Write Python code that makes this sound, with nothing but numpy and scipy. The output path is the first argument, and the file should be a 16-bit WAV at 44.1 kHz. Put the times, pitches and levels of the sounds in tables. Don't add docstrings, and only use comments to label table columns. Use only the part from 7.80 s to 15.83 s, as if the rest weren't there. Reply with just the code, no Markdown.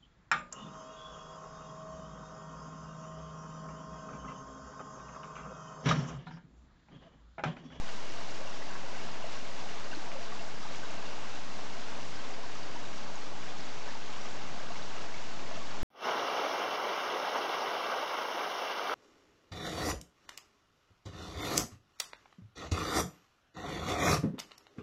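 import sys
import numpy as np
from scipy import signal
from scipy.fft import rfft, irfft, next_fast_len
from scipy.io import wavfile
from scipy.ndimage import uniform_filter1d, map_coordinates

SR = 44100
rng = np.random.default_rng(int(sys.argv[2]) if len(sys.argv) > 2 else 0)


def how_loud(loudness_db):
    steps = np.asarray(loudness_db, float) / 20
    return 10 ** steps


def generate_wav(sig):
    pcm = np.round(np.clip(np.atleast_2d(sig).T, -1, 1) * 32767).astype(np.int16)
    wavfile.write(sys.argv[1], SR, pcm)


N = 354167


def unit(x):
    return x / np.sqrt(np.mean(x ** 2) + 1e-20)


def along(points, hz):
    f, v = np.transpose(points)
    return np.interp(np.log(hz + 1), np.log(f + 1), v)


def wobble(knots_per_s):
    knots = rng.standard_normal(int(N * knots_per_s / SR) + 4)
    return map_coordinates(knots, [np.arange(N) * knots_per_s / SR])


def filtered(x, gain):
    m = next_fast_len(N + 8192)
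    return irfft(rfft(x, m) * gain(np.fft.rfftfreq(m, 1 / SR)), m)[:N]


def patchy(patchy_db):
    z = signal.stft(rng.standard_normal(N + 512), nperseg=256)[2]
    field = uniform_filter1d(rng.standard_normal(z.shape), 5, 0)
    field = uniform_filter1d(field, 12, 1)
    noise = signal.istft(z * how_loud(patchy_db * unit(field)), nperseg=256)[1]
    return unit(noise[:N])


def ring(start_s, hz, peak, cycles, rise, size):
    t = np.arange(size) / SR
    length_s = (np.clip(cycles, .3, 40) / hz)[:, None]
    u = t / (0.36 * length_s)
    fade = np.cos(np.pi / 2 * t / t[-1])
    shape = (u * np.exp(1 - u)) ** 0.96 * fade
    turns = hz[:, None] * t * (1 + rise[:, None] * (t / length_s - 1) / 2)
    wave = peak[:, None] * shape * np.sin(2 * np.pi * turns)
    at = np.round(start_s * SR).astype(int)[:, None] + np.arange(size)
    return np.bincount(at.ravel(), wave.ravel(), N + size + SR)[:N]


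def swarm(count, low_hz, high_hz, cycles, spread_db, clump_db, clump_rate, size):
    when, pitch, strength, length, climb = rng.random((count, 5)).T
    hz = low_hz + (high_hz - low_hz) * pitch
    clump = np.clip(wobble(clump_rate)[(when * (N - 1)).astype(int)], -2, 1.5)
    peak_db = -spread_db * np.log(1 - .97 * strength) + clump_db * clump
    peak = how_loud(peak_db) * np.sqrt(hz)
    return unit(ring(when * N / SR, hz, peak, cycles * (.5 + length), 0.11 * climb, size))


# [t/s, level/dB]
FLOW_OVER_LIP = [
    (0.0, -46),
    (0.6, -45.5),
    (1.88, -45.5),
    (2.17, -45.5),
    (6.11, -46),
    (6.66, -45.5),
    (7.36, -46),
    (8.03, -45),
]


def flow():
    s, db = np.transpose(FLOW_OVER_LIP)
    level_db = np.interp(np.arange(N) / SR, s, db)
    return level_db - level_db.mean()


# [f/Hz, level/dB per Hz]
WATER_COLOUR = [(120, -27), (250, -5.5), (490, -4.5), (650, -1), (1400, -6.5), (1800, -8), (2800, -9.5),
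                (4500, -11.5), (6000, -13.5), (9500, -18)]
# [f/Hz, width/Hz, lift/dB]
ROCK_POCKETS = [(427, 45, 4.5), (553, 27, 2), (660, 51, 1.5), (860, 67, 2), (1100, 240, 1.5),
                (1595, 99, 2.5), (1800, 130, -1), (2200, 170, 2), (2810, 67, 2.5)]


def hollow(hz):
    lift_db = sum(db / (1 + (2 * (hz - c) / w) ** 2) for c, w, db in ROCK_POCKETS)
    return how_loud(along(WATER_COLOUR, hz) + lift_db)


def falling_water():
    rush = patchy(0.68) * how_loud(.3 * wobble(11))
    gurgle = swarm(count=3000, low_hz=247.4, high_hz=2000, cycles=7.3,
                   spread_db=0.8, clump_db=-1.0, clump_rate=14, size=800)
    trickle = swarm(count=700, low_hz=2547, high_hz=2995, cycles=29,
                    spread_db=0.5, clump_db=-1.5, clump_rate=5, size=400)
    fizz = swarm(count=7500, low_hz=1800, high_hz=8620, cycles=6.6,
                 spread_db=1.5, clump_db=2.8, clump_rate=16, size=200)
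    ticks = swarm(count=6000, low_hz=1500, high_hz=7800, cycles=1.44,
                  spread_db=0.5, clump_db=-0.5, clump_rate=16, size=48)
    plops = swarm(count=1100, low_hz=452, high_hz=1600, cycles=6.1,
                  spread_db=-0.1, clump_db=2.1, clump_rate=8, size=1200)
    bubbling = how_loud(-22) * plops + how_loud(-15.0) * gurgle + how_loud(-22.0) * trickle
    spray = how_loud(-10.5) * fizz + how_loud(-13.0) * ticks
    return rush + bubbling + spray


GURGLE_DB, GURGLE_DB_PER_FLOW_DB = -47.5, 1.3
SPRAY_DB, SPRAY_DB_PER_FLOW_DB = -48, 0.72
SURGE_DB, SURGES_PER_S = .25, 9


def cascade():
    def low_share(hz):
        return 1 / (1 + (hz / 1700) ** 4)

    water = falling_water()
    low = unit(filtered(water, lambda hz: hollow(hz) * low_share(hz)))
    high = unit(filtered(water, lambda hz: hollow(hz) * (1 - low_share(hz))))
    gurgle_db = GURGLE_DB + GURGLE_DB_PER_FLOW_DB * flow() + .15 * wobble(7.2)
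    spray_db = SPRAY_DB + SPRAY_DB_PER_FLOW_DB * flow() + .15 * wobble(9.2)
    surge = how_loud(SURGE_DB * wobble(SURGES_PER_S) + splashes())
    return surge * (low * how_loud(gurgle_db) + high * how_loud(spray_db))


# [f/Hz, level/dB per Hz]
VALLEY_AIR = [(15, -32), (30, -26), (45, -21), (60, -6.5), (85, -4), (120, -1.5), (200, 1), (300, -2.5),
              (500, -14), (900, -45.5)]
RUMBLE_DB, RUMBLE_DB_PER_FLOW_DB = -53, .3


def rumble():
    def colour(hz):
        hum_db = 5 / (1 + ((hz - 96) / 6) ** 2)
        return how_loud(along(VALLEY_AIR, hz) + hum_db)

    air = filtered(patchy(-0.2), colour)
    level_db = RUMBLE_DB + RUMBLE_DB_PER_FLOW_DB * flow() + .6 * wobble(5)
    return how_loud(level_db) * unit(air)


# [t/s, level/dB]
SLUGS = [(0.0818, -36), (0.8196, -38), (1.0511, -41.5), (1.5185, -24.5), (1.8822, -33.5), (2.0418, -37.5),
         (2.1136, -30), (2.3146, -33), (2.5931, -40.5), (3.0316, -34.5), (3.1782, -34), (3.2546, -35.5),
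         (3.48, -40.5), (3.8542, -35.5), (4.3523, -32), (5.2595, -37), (5.7808, -42), (6.0138, -40.5),
         (6.085, -38), (6.3211, -34.5), (6.7057, -39), (6.8823, -37), (6.9584, -35.5), (7.0215, -40.5),
         (7.2106, -29), (7.3416, -35.5), (7.5895, -35.5), (7.897, -38)]
SPLASH_ATTACK_S, SPLASH_DECAY_S = 0.0025, 0.02
SPLASH_FLOOR_DB, SPLASH_SHARE = -46, .17


def splashes():
    s, db = np.transpose(SLUGS)
    height_db = np.clip(db - SPLASH_FLOOR_DB, 0, None)
    slugs = np.bincount(np.round(s * SR).astype(int), height_db, N)
    t = np.arange(SR // 4) / SR
    shape = (1 - np.exp(-t / SPLASH_ATTACK_S)) * np.exp(-t / SPLASH_DECAY_S)
    return SPLASH_SHARE * signal.fftconvolve(slugs, shape)[:N]


LONGER_PER_OCTAVE, SHORTER_PER_DB = 0.39, .055


def ringing(cycles, hz, db):
    return cycles * np.exp(LONGER_PER_OCTAVE * np.log2(hz / 1000) - SHORTER_PER_DB * (db + 40))


# [t/s, level/dB]
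SIDE_TRICKLE = [(0.09, -42), (.672, -38.5), (.72, -46), (.884, -42), (1.181, -40), (1.424, -41.5),
                (1.539, -42), (1.887, -40.5), (2.114, -36), (2.593, -38), (3.178, -45), (3.26, -42),
                (3.715, -45), (6.958, -43.5), (7.761, -42), (7.896, -48)]
# [t/s, f/Hz, level/dB]
LARGER_BUBBLES = [(.179, 1010, -39), (.386, 660, -37), (.6, 550, -39), (.647, 554, -43), (.902, 1020, -39),
                  (.953, 1060, -35), (1.039, 557, -38), (1.129, 576, -37), (1.442, 630, -28.5),
                  (1.554, 1070, -38), (2.17, 320, -34), (2.262, 934, -42), (4.125, 920, -42),
                  (2.522, 1170, -33.5), (2.831, 1250, -37.5), (2.852, 850, -33), (3.379, 830, -35),
                  (4.636, 1030, -35), (4.754, 1230, -37), (4.958, 915, -35.5), (5.373, 824, -36),
                  (6.088, 575, -37), (6.153, 870, -35), (6.76, 720, -36), (6.807, 610, -36.5),
                  (6.904, 680, -33), (7.177, 1270, -38), (7.712, 656, -33), (7.774, 630, -31.5),
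                  (7.944, 860, -36),
                  (.082, 1470, -40), (.089, 1870, -42), (.82, 1900, -38), (.953, 1600, -37),
                (1.157, 2000, -44), (1.197, 2230, -43), (.905, 1540, -40), (1.145, 1550, -40),
                (2.13, 1550, -32), (2.52, 1890, -40), (3.031, 1550, -36), (3.225, 1630, -41),
                (4.082, 1440, -40.5), (4.399, 3200, -44.5), (5.26, 1600, -40.5), (5.428, 1330, -43),
                (6.014, 2310, -45), (6.085, 1770, -42), (6.452, 1210, -37), (6.958, 2220, -39.5),
                (7.285, 1570, -43), (7.342, 2170, -36), (7.548, 1300, -44.5), (7.59, 2360, -45),
                (7.76, 1290, -39), (7.813, 1100, -39)]
TRICKLE_HZ, TRICKLE_SCATTER = 2790, .012
RISE, RISE_SCATTER = 0.021, 0.027


def pool_bubbles():
    trickle = [(s, TRICKLE_HZ * (1 + TRICKLE_SCATTER * rng.normal()), db) for s, db in SIDE_TRICKLE]
    s, hz, db = np.transpose(LARGER_BUBBLES + trickle)
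    cycles = ringing(8.9, hz, db)
    rise = RISE + RISE_SCATTER * rng.standard_normal(len(s))
    return ring(s - 0.098 * cycles / hz, hz, how_loud(db - 3.5), cycles, rise, size=2000)


def brief(s, hz, db, cycles):
    return ring(s - .1 * cycles / hz, hz, how_loud(db - 1.5), cycles, 0.024 + 0 * hz, size=1200)


# [t/s, f/Hz, level/dB, length/cycles]
STONE_SLAPS = [(0.486, 1500, -35.5, 1), (.612, 613, -38, 8.6), (.657, 620, -40, 9.3),
               (1.452, 700, -42.5, 6.1), (1.5711, 1800, -40, 1), (2.317, 2200, -30.5, 1.9),
               (2.353, 558, -35.5, 11), (2.385, 620, -41, 12), (2.405, 688, -44.5, 15),
               (2.435, 670, -45, 12), (2.5903, 1800, -41, 1.2), (4.353, 2000, -40, 0.97),
               (6.0772, 960, -30, 1.3), (7.295, 1800, -35.5, 1.1), (7.357, 1800, -38, 1),
               (7.7115, 1100, -30.5, 1.3)]


def slaps():
    return brief(*np.transpose(STONE_SLAPS))


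# [t/s, f/Hz, level/dB]
SPRAY_DROPS = [(.696, 5650, -44), (.911, 7100, -43), (1.314, 4830, -42), (1.886, 4870, -52.5),
               (2.043, 4640, -40), (2.15, 4140, -35.5), (2.829, 4750, -42), (2.887, 3770, -42.5),
               (3.054, 3870, -40), (3.256, 3580, -42), (3.29, 4800, -43.5), (4.354, 4800, -43),
               (4.391, 4360, -42), (4.449, 3570, -43), (4.539, 4770, -40), (4.831, 4800, -42),
               (5.055, 3670, -43), (5.356, 6640, -39.5), (5.852, 6700, -45.5), (6.146, 4870, -43.5),
               (6.41, 5700, -41.5), (6.565, 6200, -45.5), (6.746, 4600, -46.5), (6.955, 4170, -45.5),
               (7.022, 3900, -39.5), (7.908, 4470, -42.5)]


def drops():
    s, hz, db = np.transpose(SPRAY_DROPS)
    return brief(s, hz, db, ringing(5.7, hz, db))


# [f/Hz, t60/s]
BANK_T60 = [(200, 0.17), (2000, 0.069), (8000, 0.03)]


def bank_answer(near):
    f, t, z = signal.stft(rng.standard_normal(SR // 6), SR, nperseg=256)
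    decay = how_loud(-60 * t / along(BANK_T60, f)[:, None])
    tail = signal.istft(z * decay, SR, nperseg=256)[1]
    delayed = np.pad(near, (150, 0))
    return how_loud(-5.5) * signal.fftconvolve(delayed, tail / np.linalg.norm(tail))[:N]


def shaded(bed, near, depth):
    z = signal.stft(bed, nperseg=512, noverlap=384)[2]
    cover = np.abs(signal.stft(near, nperseg=512, noverlap=384)[2]) ** 2
    usual = np.mean(np.abs(z) ** 2, axis=1, keepdims=True) + 1e-20
    return signal.istft(z / np.sqrt(1 + depth * cover / usual), nperseg=512, noverlap=384)[1][:N]


def scene():
    near = pool_bubbles() + slaps() + drops()
    near = near + bank_answer(near)
    bed = cascade() + rumble()
    return (shaded(bed, near, depth=1.6) + near)[None]


# [f/Hz, level/dB]
CONVERTER_ROLLOFF = [(6000, -0.5), (7000, -2.5), (7500, -5.5), (8000, -10), (8400, -18), (8700, -26.5),
                     (8950, -38.5), (9150, -53.5)]
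CAPTURE_HZ, OFFSET = 16000, -.0514


def converter(x):
    kept = filtered(x, lambda hz: hz < CAPTURE_HZ / 2)
    mirrored = kept * (1 + 2 * np.cos(2 * np.pi * CAPTURE_HZ * np.arange(N) / SR))
    heard = filtered(mirrored, lambda hz: how_loud(along(CONVERTER_ROLLOFF, hz)) * (hz < 9400))
    return heard[None] + OFFSET


def top_cut(x):
    return signal.sosfilt(signal.butter(12, 9070, fs=SR, output="sos"), x)


def record(dry):
    mix = converter(dry[0])
    return top_cut(mix)


dry = scene()
out = record(dry)
generate_wav(out)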